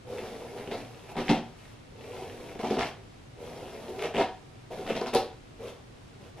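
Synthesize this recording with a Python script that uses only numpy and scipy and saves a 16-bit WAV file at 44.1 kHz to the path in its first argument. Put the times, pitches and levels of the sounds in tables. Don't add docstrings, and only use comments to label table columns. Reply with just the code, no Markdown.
import sys
import numpy as np
from scipy import signal
from scipy.fft import rfft, irfft
from scipy.io import wavfile

SR = 44100
rng = np.random.default_rng(int(sys.argv[2]) if len(sys.argv) > 2 else 0)


def put_to_file(sound):
    columns = np.atleast_2d(sound).T
    safe = np.clip(columns, -1, 1)
    whole_steps = np.round(safe * 32767)
    wavfile.write(sys.argv[1], SR, whole_steps.astype(np.int16))


N = 282240
HZ = np.fft.rfftfreq(N, 1 / SR)
T = np.arange(N) / SR

# frequency in Hz, relative density in dB per Hz.
AIR_SPECTRUM = [(15, -20), (38, -1.5), (60, -7), (115, 3), (180, -7.5), (280, -6), (450, -11.5), (750, -16),
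                (1500, -21), (4000, -26.5), (8000, -34.5), (11500, -36.5), (13500, -41), (15500, -52)]
# frequency in Hz, left-right likeness (clipped to -1..1).
AIR_LIKENESS = [(60, 1), (130, 0.96), (290, -0.12), (640, -0.38), (8000, 0.23), (13000, -1.23)]
AIR_DB = -50

# start in s, length in s, time to sink in in s, hollow ring in dB,
# hair's rasp in dB, easing once sunk in in dB, cushion's share of the power 0-1 (before it fades).
BRUSH_STROKES = [(0.029, 0.68, 0.096, -39.5, -49, 5.5, 0.76), (1.879, 0.64, 0.19, -45, -53, 0, 0.9),
                 (3.346, 0.68, 0.077, -44, -53, -0.5, 0.57), (4.696, 0.37, 0.021, -41.5, -50.5, 8, 0.1),
                 (5.565, 0.073, 0.083, -38.5, -49.5, 0, 0.7), (6.36, .1, 0.019, -46, -56, 1, 0.06)]
EASE_AFTER_S, EASE_S, LIFT_S = 0.12, 0.17, 0.067
CUSHION_HZ, SINK_OCT_PER_S, CUSHION_FADE_S = 479, 0.31, 0.78
RASP_SLOWER = 1.19
# start in s, length in s,
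# hollow ring in dB, hair's rasp in dB, extra thump in dB, extra clack in dB.
TANGLE_SNAGS = [(0.556, 0.053, -40.5, -49, 1, -2), (0.704, 0.046, -33.5, -45, -8, 0.5),
                (0.763, 0.054, -46, -47, 11, -0.5), (1.086, 0.037, -46.5, -52.5, -5, 4.5),
                (1.16, 0.06, -33.5, -38.5, 2, 3), (1.245, 0.032, -46, -44, 2, -13),
                (1.285, 0.031, -29.5, -30.5, 12.5, 8), (1.32, 0.036, -42.5, -45.5, 6, 9),
                (2.122, 0.11, -45.5, -52.5, -5, 2.5), (2.588, 0.028, -41.5, -42.5, 7, 8),
                (2.635, 0.056, -42.5, -41, 2, 3), (2.7, 0.051, -39, -41, -5, -2),
                (2.779, 0.03, -34, -32.5, -14, 7), (2.811, 0.021, -35.5, -34, 0, 9),
                (2.836, 0.042, -49, -42.5, 11, 8), (3.867, 0.038, -37, -54, -2, -8.5),
                (3.979, 0.055, -32.5, -45.5, -9, -5), (4.032, 0.031, -31.5, -37, 1, 1),
                (4.138, 0.052, -29, -39, 2.5, 1.5), (4.174, 0.047, -28, -33.5, -1.5, 4),
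                (4.702, 0.03, -37, -55, -11, -1), (4.859, 0.069, -39.5, -41.5, 4, 2),
                (4.946, 0.033, -33.5, -38.5, 3, 3.5), (5.005, 0.026, -36.5, -44, -10, 7),
                (5.058, 0.026, -42.5, -43.5, 6, 12.5), (5.129, 0.047, -27, -34.5, -6, 3)]
CATCH_S, LET_GO_S = 0.0098, 0.0076
# start in s, length in s,
# dull rustle in dB, rasp in dB.
HAIR_RUSTLES = [(.82, 0.3, -54.5, -56.5), (1.42, 0.09, -54, -63), (1.55, 0.18, -81, -58),
                (2.93, 0.11, -57, -78), (5.66, 0.038, -59, -49), (6.19, 0.094, -55.5, -60)]
RUSTLE_RISE_S, RUSTLE_FADE_S = 0.021, 0.013
# dull rustle in dB, rasp in dB (before the friction dies away).
IDLE_HAIR_DB = [-59, -62]

# frequency in Hz, width in Hz, relative strength in dB.
BODY_MODES = [(153, 29, -5.5), (228.4, 22.3, 1.5), (299.3, 18.7, -3), (372.5, 34, 0.5), (401.6, 39, 0.5),
              (465.5, 25, -1.5), (507.2, 33.4, -5), (573, 59, -9.5), (674, 36, -5.5), (745.4, 18.5, -2.5),
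              (826, 26, -9.5), (883, 21.5, -10), (952, 77, -14), (1048, 30, -17.5), (1165, 78, -25),
              (1340, 30, -20.5), (1472, 14, -25.5)]
# frequency in Hz, relative density in dB per Hz.
RASP_SPECTRUM = [(150, 7), (500, 6.5), (1000, 3.5), (1600, 1), (2400, 2.5), (3700, -1.5), (4600, -5),
                 (5600, -4.5), (7000, -12), (9000, -15), (11500, -12.5), (13500, -44)]
# frequency in Hz, relative density in dB per Hz.
SILK_SPECTRUM = [(2000, -22), (4500, -7), (6000, -5), (7500, -9), (9000, -6), (11600, 0), (13000, -5),
                 (15000, -12)]

# start in s, relative peak in dB.
BRISTLE_FLICKS = [(.184, -29), (.5761, -38), (.675, -32.5), (.7143, -29), (1.088, -41), (1.156, -34),
                  (1.1707, -31), (1.18, -35), (1.2825, -19.5), (1.2955, -27), (1.301, -22.5), (2.0098, -39),
                  (2.593, -33), (2.632, -42), (2.7025, -30), (2.7931, -25), (2.81, -17), (3.9935, -29),
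                  (4.0244, -23), (4.038, -26), (4.14, -31), (4.148, -24), (4.158, -25), (4.1675, -20),
                  (4.221, -27), (4.8765, -29), (4.891, -30), (4.9005, -23), (4.953, -32), (4.964, -39),
                  (5.022, -42), (5.0615, -27), (5.1387, -40)]
# frequency in Hz, relative density in dB per Hz.
SNAP_SPECTRUM = [(200, -39), (1200, 13), (2400, 17.5), (3600, 11.5), (4700, -21), (8000, -2), (12000, -30),
                 (15000, -23)]
# start in s, peak in dB.
HAIR_BREAKS = [(4.024, -29), (5.138, -22), (5.149, -17)]
# start in s,
# relative peak in dB, low thump over the ring in dB, hard clack over the ring in dB,
# favoured frequency in Hz.
KNOCK_EVENTS = [(.67, -24.5, 1, -15, 398), (.713, -27.5, 6, -3, 706), (1.151, -25, -5, 0, 895),
                (1.167, -22, 1, 4.5, 302), (1.293, -8.5, 12.5, 6, 150), (1.307, -7.5, 9.5, 4, 400),
                (1.343, -26, 8, 10, 302), (1.359, -24, 10, 0, 640), (1.371, -22, 13, 6, 160),
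                (2.551, -26.5, -6, -4, 390), (2.590, -23, 0, -8, 400), (2.631, -17.5, 3, 3, 400),
                (2.644, -15, 12, 15, 825), (2.702, -12, 0, -17, 400), (2.716, -13.5, 4, 0.5, 805),
                (2.766, -15, 0, 1.5, 400), (2.786, -18.5, 4, -2, 394), (4.035, -20, -20, 1, 620),
                (4.15, -31, -3, 7, 745), (4.181, -13.5, -7, -14, 400), (4.209, -17, -4, 10, 940),
                (4.785, -24, -12, -20, 394), (4.897, -13, -16, -13, 515), (4.914, -22.5, 18, -2, 159),
                (5.008, -18.5, -4, -12, 413), (5.134, -31, -14, 9, 520), (5.147, -7.5, -6, -4.5, 443)]
# start in s, length in s, level in dB.
TIP_WHISKS = [(0.713, 0.047, -50), (2.72, 0.042, -50), (5.063, 0.023, -43), (5.136, 0.039, -36)]
# frequency in Hz, relative density in dB per Hz.
WHISK_SPECTRUM = [(1000, -31), (2600, -12), (3900, 10), (5400, 4), (7000, -13), (9000, -8), (12000, -6),
                  (15000, -21)]

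# frequency in Hz, time to fall by 60 dB in s.
ROOM_DECAY = [(100, 0.19), (400, 0.32), (1000, 0.37), (4000, 0.33), (12000, 0.26)]
# frequency in Hz, likeness 0-1, phase lead of the left in radians.
PORT_COHERENCE = [(100, .99, 0), (750, .985, .03), (1300, .9, .05), (2400, .91, .15), (3500, .74, .35),
                  (4500, .45, .8), (5800, .45, 2.0), (7700, .35, 1.5), (8800, .72, 3.0), (10200, .7, 3.0),
                  (12500, .98, 3.1)]
EDGE_HZ = 15300


def amp(db):
    return 10 ** (np.asarray(db) / 20)


def read(points, hz, axis=1):
    points = np.array(points, float)
    return np.interp(np.log(hz + 1), np.log(points[:, 0] + 1), points[:, axis])


def unit(x):
    return x / np.sqrt(np.mean(x ** 2) + 1e-20)


def add(mix, s, sound):
    part = mix[max(round(s * SR), 0):][:len(sound)]
    part += sound[:len(part)]


def colour(x, spectrum):
    cepstrum = irfft(np.log(amp(read(spectrum, HZ))), N)
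    cepstrum[1:N // 2] *= 2
    cepstrum[N // 2 + 1:] = 0
    return irfft(rfft(x, N) * np.exp(rfft(cepstrum)), N)


def wander(hz):
    slow = rfft(rng.standard_normal(N)) / np.sqrt(1 + (HZ / hz) ** 4)
    return unit(irfft(slow, N))


def resonate(x, hz, width):
    turn = np.exp(2j * np.pi * np.cumsum(hz) / SR)
    r = np.exp(-np.pi * width / SR)
    return 2 * (turn * signal.lfilter([1 - r], [1, -r], x / turn)).real


def swell(start, length, rise_s, fade_s):
    age = T - start
    rise = np.sin(np.pi / 2 * np.clip(age / rise_s, 0, 1)) ** 2
    return rise * np.exp(-np.clip((age - length) / fade_s, 0, 20))


def air():
    left, other = rfft(rng.standard_normal((2, N)))
    same = np.clip(read(AIR_LIKENESS, HZ), -1, 1)
    right = same * left + np.sqrt(1 - same ** 2) * other
    pair = np.array([left, right]) * amp(read(AIR_SPECTRUM, HZ))
    return amp(AIR_DB) * unit(irfft(pair, N))


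def pull():
    ring, rasp = amp(IDLE_HAIR_DB)[:, None] ** 2 * np.ones(N)
    cushion, hz = np.zeros(N), np.full(N, float(CUSHION_HZ))
    for start, length, sink_s, ring_db, rasp_db, ease_db, share in BRUSH_STROKES:
        age = np.clip(T - start, 0, length)
        easing = 1 - np.exp(-np.maximum(age - sink_s - EASE_AFTER_S, 0) / EASE_S)
        eased = amp(-ease_db * easing)
        power = (amp(ring_db) * eased * swell(start, length, sink_s, LIFT_S)) ** 2
        ring = ring + power
        rasp_gain = swell(start, length, sink_s * RASP_SLOWER, LIFT_S)
        rasp = rasp + (amp(rasp_db) * eased * rasp_gain) ** 2
        cushion = cushion + power * share * np.exp(-age / CUSHION_FADE_S)
        hz = np.where(T < start, hz, CUSHION_HZ * 2 ** (-SINK_OCT_PER_S * age))
    snags = (TANGLE_SNAGS, CATCH_S, LET_GO_S)
    rustles = (HAIR_RUSTLES, RUSTLE_RISE_S, RUSTLE_FADE_S)
    for events, rise_s, fade_s in (snags, rustles):
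        for start, length, ring_db, rasp_db, *_ in events:
            power = swell(start, length, rise_s, fade_s) ** 2
            ring = ring + amp(ring_db) ** 2 * power
            rasp = rasp + amp(rasp_db) ** 2 * power
    return 10 * np.log10(ring), 10 * np.log10(rasp), hz, np.clip(cushion / ring, 0, 1)


def grip():
    return sum(np.outer([thump_db, clack_db], swell(start, length, CATCH_S, LET_GO_S))
               for start, length, _, _, thump_db, clack_db in TANGLE_SNAGS)


def slips(per_s, spread_db, smooth):
    size = amp(spread_db * np.minimum(rng.exponential(1, N), 3))
    clicks = size * rng.choice([-1, 1], N) * (rng.random(N) < per_s / SR)
    return unit(unit(clicks) + smooth * rng.standard_normal(N))


def mode(hz, width, db, size=11025):
    t = T[:size]
    return amp(db) * width * np.exp(-np.pi * width * t) * np.sin(2 * np.pi * hz * t)


def body_ring(count=(3, 8), lowest_hz=105, order=4):
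    modes = np.array([mode(*row) * (-1) ** k for k, row in enumerate(BODY_MODES)])
    bass_cut = signal.butter(order, lowest_hz, "high", fs=SR, output="sos")
    modes = signal.sosfilt(bass_cut, modes)
    return [group.sum(0) for group in np.split(modes, count)]


def contact(level_db, rest_db):
    return amp(level_db) / np.sqrt(1 + amp(rest_db - level_db) ** 4)


def bristles(per_s=14, spread_db=4.0, cycles=1.5, low_hz=1100, high_hz=5500, count=28, size=400):
    t, out = T[:size], np.zeros(N)
    for hz in np.geomspace(low_hz, high_hz, count):
        plucks = np.zeros(N)
        at = rng.integers(0, N, round(per_s * N / SR))
        plucks[at] = amp(spread_db * np.minimum(rng.exponential(1, len(at)), 3))
        answer = hz * np.sin(2 * np.pi * hz * t) * np.exp(-t * hz / cycles)
        out += signal.oaconvolve(plucks, answer)[:N]
    return unit(out)


def silk(rasp_level):
    sliding = 1 / np.sqrt(1 + amp(-52.5 - rasp_level) ** 4)
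    return amp(-54.5) * sliding * unit(colour(rng.standard_normal(N), SILK_SPECTRUM))


def stroke(ring_level, rasp_level, hz, soft, thump_lift, clack_lift, thump_db=-5.5, thump_growth=0.011,
           tug_db=-33, judder_db=0.5, judder_hz=30, catch_db=1.8, catch_hz=110, cushion_width=190,
           pluck_db=-3, pluck_growth=0.099):
    judder = amp(judder_db * wander(judder_hz))
    pushes = slips(per_s=2200, spread_db=1.0, smooth=0.8)
    thump, ring, clack = (signal.oaconvolve(pushes, part)[:N] for part in body_ring())
    thump = thump * amp(thump_db + thump_lift + thump_growth * (ring_level - tug_db))
    hollow = (ring + thump + clack * amp(clack_lift)) / np.std(ring + clack)
    rub = resonate(rng.standard_normal(N), hz, cushion_width)
    cushion = unit(resonate(rub, hz, cushion_width))
    body = np.sqrt(1 - soft) * hollow + np.sqrt(soft) * cushion
    body = body * contact(ring_level, rest_db=-57.5)

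    plucked = amp(pluck_db + pluck_growth * (rasp_level - tug_db))
    scrape = slips(per_s=2500, spread_db=3.0, smooth=0.71) + plucked * bristles()
    scrape = scrape * amp(catch_db * wander(catch_hz))
    rasp = unit(colour(scrape, RASP_SPECTRUM)) * contact(rasp_level, rest_db=-62.0)
    return judder * (body + rasp + silk(rasp_level))


def ticks(events, spectrum, level_db, decay_s, scrape=.11, size=1500):
    out = np.zeros(N)
    snap = colour(np.ones(1), spectrum)[:size]
    for s, db in events:
        release = scrape * rng.standard_normal(size) * np.exp(-T[:size] / decay_s)
        release[0] = 1
        tick = signal.fftconvolve(release, snap)
        add(out, s, amp(db + level_db) * tick / abs(tick).max())
    return out


def flicks():
    return ticks(BRISTLE_FLICKS, SNAP_SPECTRUM, level_db=2, decay_s=0.0016)


def knocks(crunch_db=-21, crunch_s=0.0031, level_db=-3, spot_db=4, spot_width=90):
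    out = np.zeros(N)
    thump, ring, clack = map(unit, body_ring())
    t = T[:len(ring)]
    rattle = unit(colour(slips(per_s=1200, spread_db=6, smooth=.3), RASP_SPECTRUM))
    for s, db, thump_db, clack_db, spot_hz in KNOCK_EVENTS:
        blow = ring + thump * amp(thump_db) + clack * amp(clack_db)
        blow = blow + amp(spot_db) * resonate(blow, np.full(len(t), spot_hz), spot_width)
        burst = t / crunch_s * np.exp(1 - t / crunch_s)
        crunch = rattle[round(s * SR):][:len(t)] * burst
        add(out, s, amp(db + level_db) * (blow / abs(blow).max() + amp(crunch_db) * crunch))
    return out


def whisks(rise_s=0.021, fade_s=0.0074):
    gain = sum(amp(db) * swell(start, length, rise_s, fade_s) for start, length, db in TIP_WHISKS)
    return gain * unit(colour(slips(per_s=4000, spread_db=3, smooth=.8), WHISK_SPECTRUM))


def breaks():
    return ticks(HAIR_BREAKS, SILK_SPECTRUM, level_db=0, decay_s=.002, scrape=1)


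def reflections(size=22050, count=22):
    taps = np.zeros(size)
    at = np.arange(round(.005 * SR), size - count, count)
    taps[at + rng.integers(0, count, len(at))] = rng.choice([-1., 1.], len(at))
    hz, t, z = signal.stft(taps, SR, nperseg=256)
    decay = amp(-60 * t / read(ROOM_DECAY, hz)[:, None])
    tail = signal.istft(z * decay, SR, nperseg=256)[1]
    return tail / np.linalg.norm(tail)


def room(x, wet_db=-1.5, turns_per_s=1.7, count=3):
    wet = 0
    for k in range(count):
        share = np.sqrt(2 / count) * np.cos(2 * np.pi * turns_per_s * T + np.pi * k / count)
        wet = wet + signal.oaconvolve(x * share, reflections())[:N]
    return (x + amp(wet_db) * wet) / np.sqrt(1 + amp(wet_db) ** 2)


def brush(effort):
    return room(stroke(*effort) + flicks() + knocks() + whisks() + breaks())


def ports(near, scattered, left_db=0.21):
    same = np.clip(read(PORT_COHERENCE, HZ), 0, 1)
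    lag = np.exp(-1j * read(PORT_COHERENCE, HZ, axis=2))
    right = same * lag * rfft(near) + 1j * np.sqrt(1 - same ** 2) * rfft(scattered)
    return np.array([near * amp(left_db), irfft(right, N) * amp(-left_db)])


def scene():
    effort = (*pull(), *grip())
    return ports(brush(effort), brush(effort)) + air()


def record(dry):
    low_pass = signal.firwin(511, EDGE_HZ, window=("kaiser", 9), fs=SR)
    return signal.oaconvolve(dry, low_pass[None], "same")


dry = scene()
out = record(dry)
put_to_file(out)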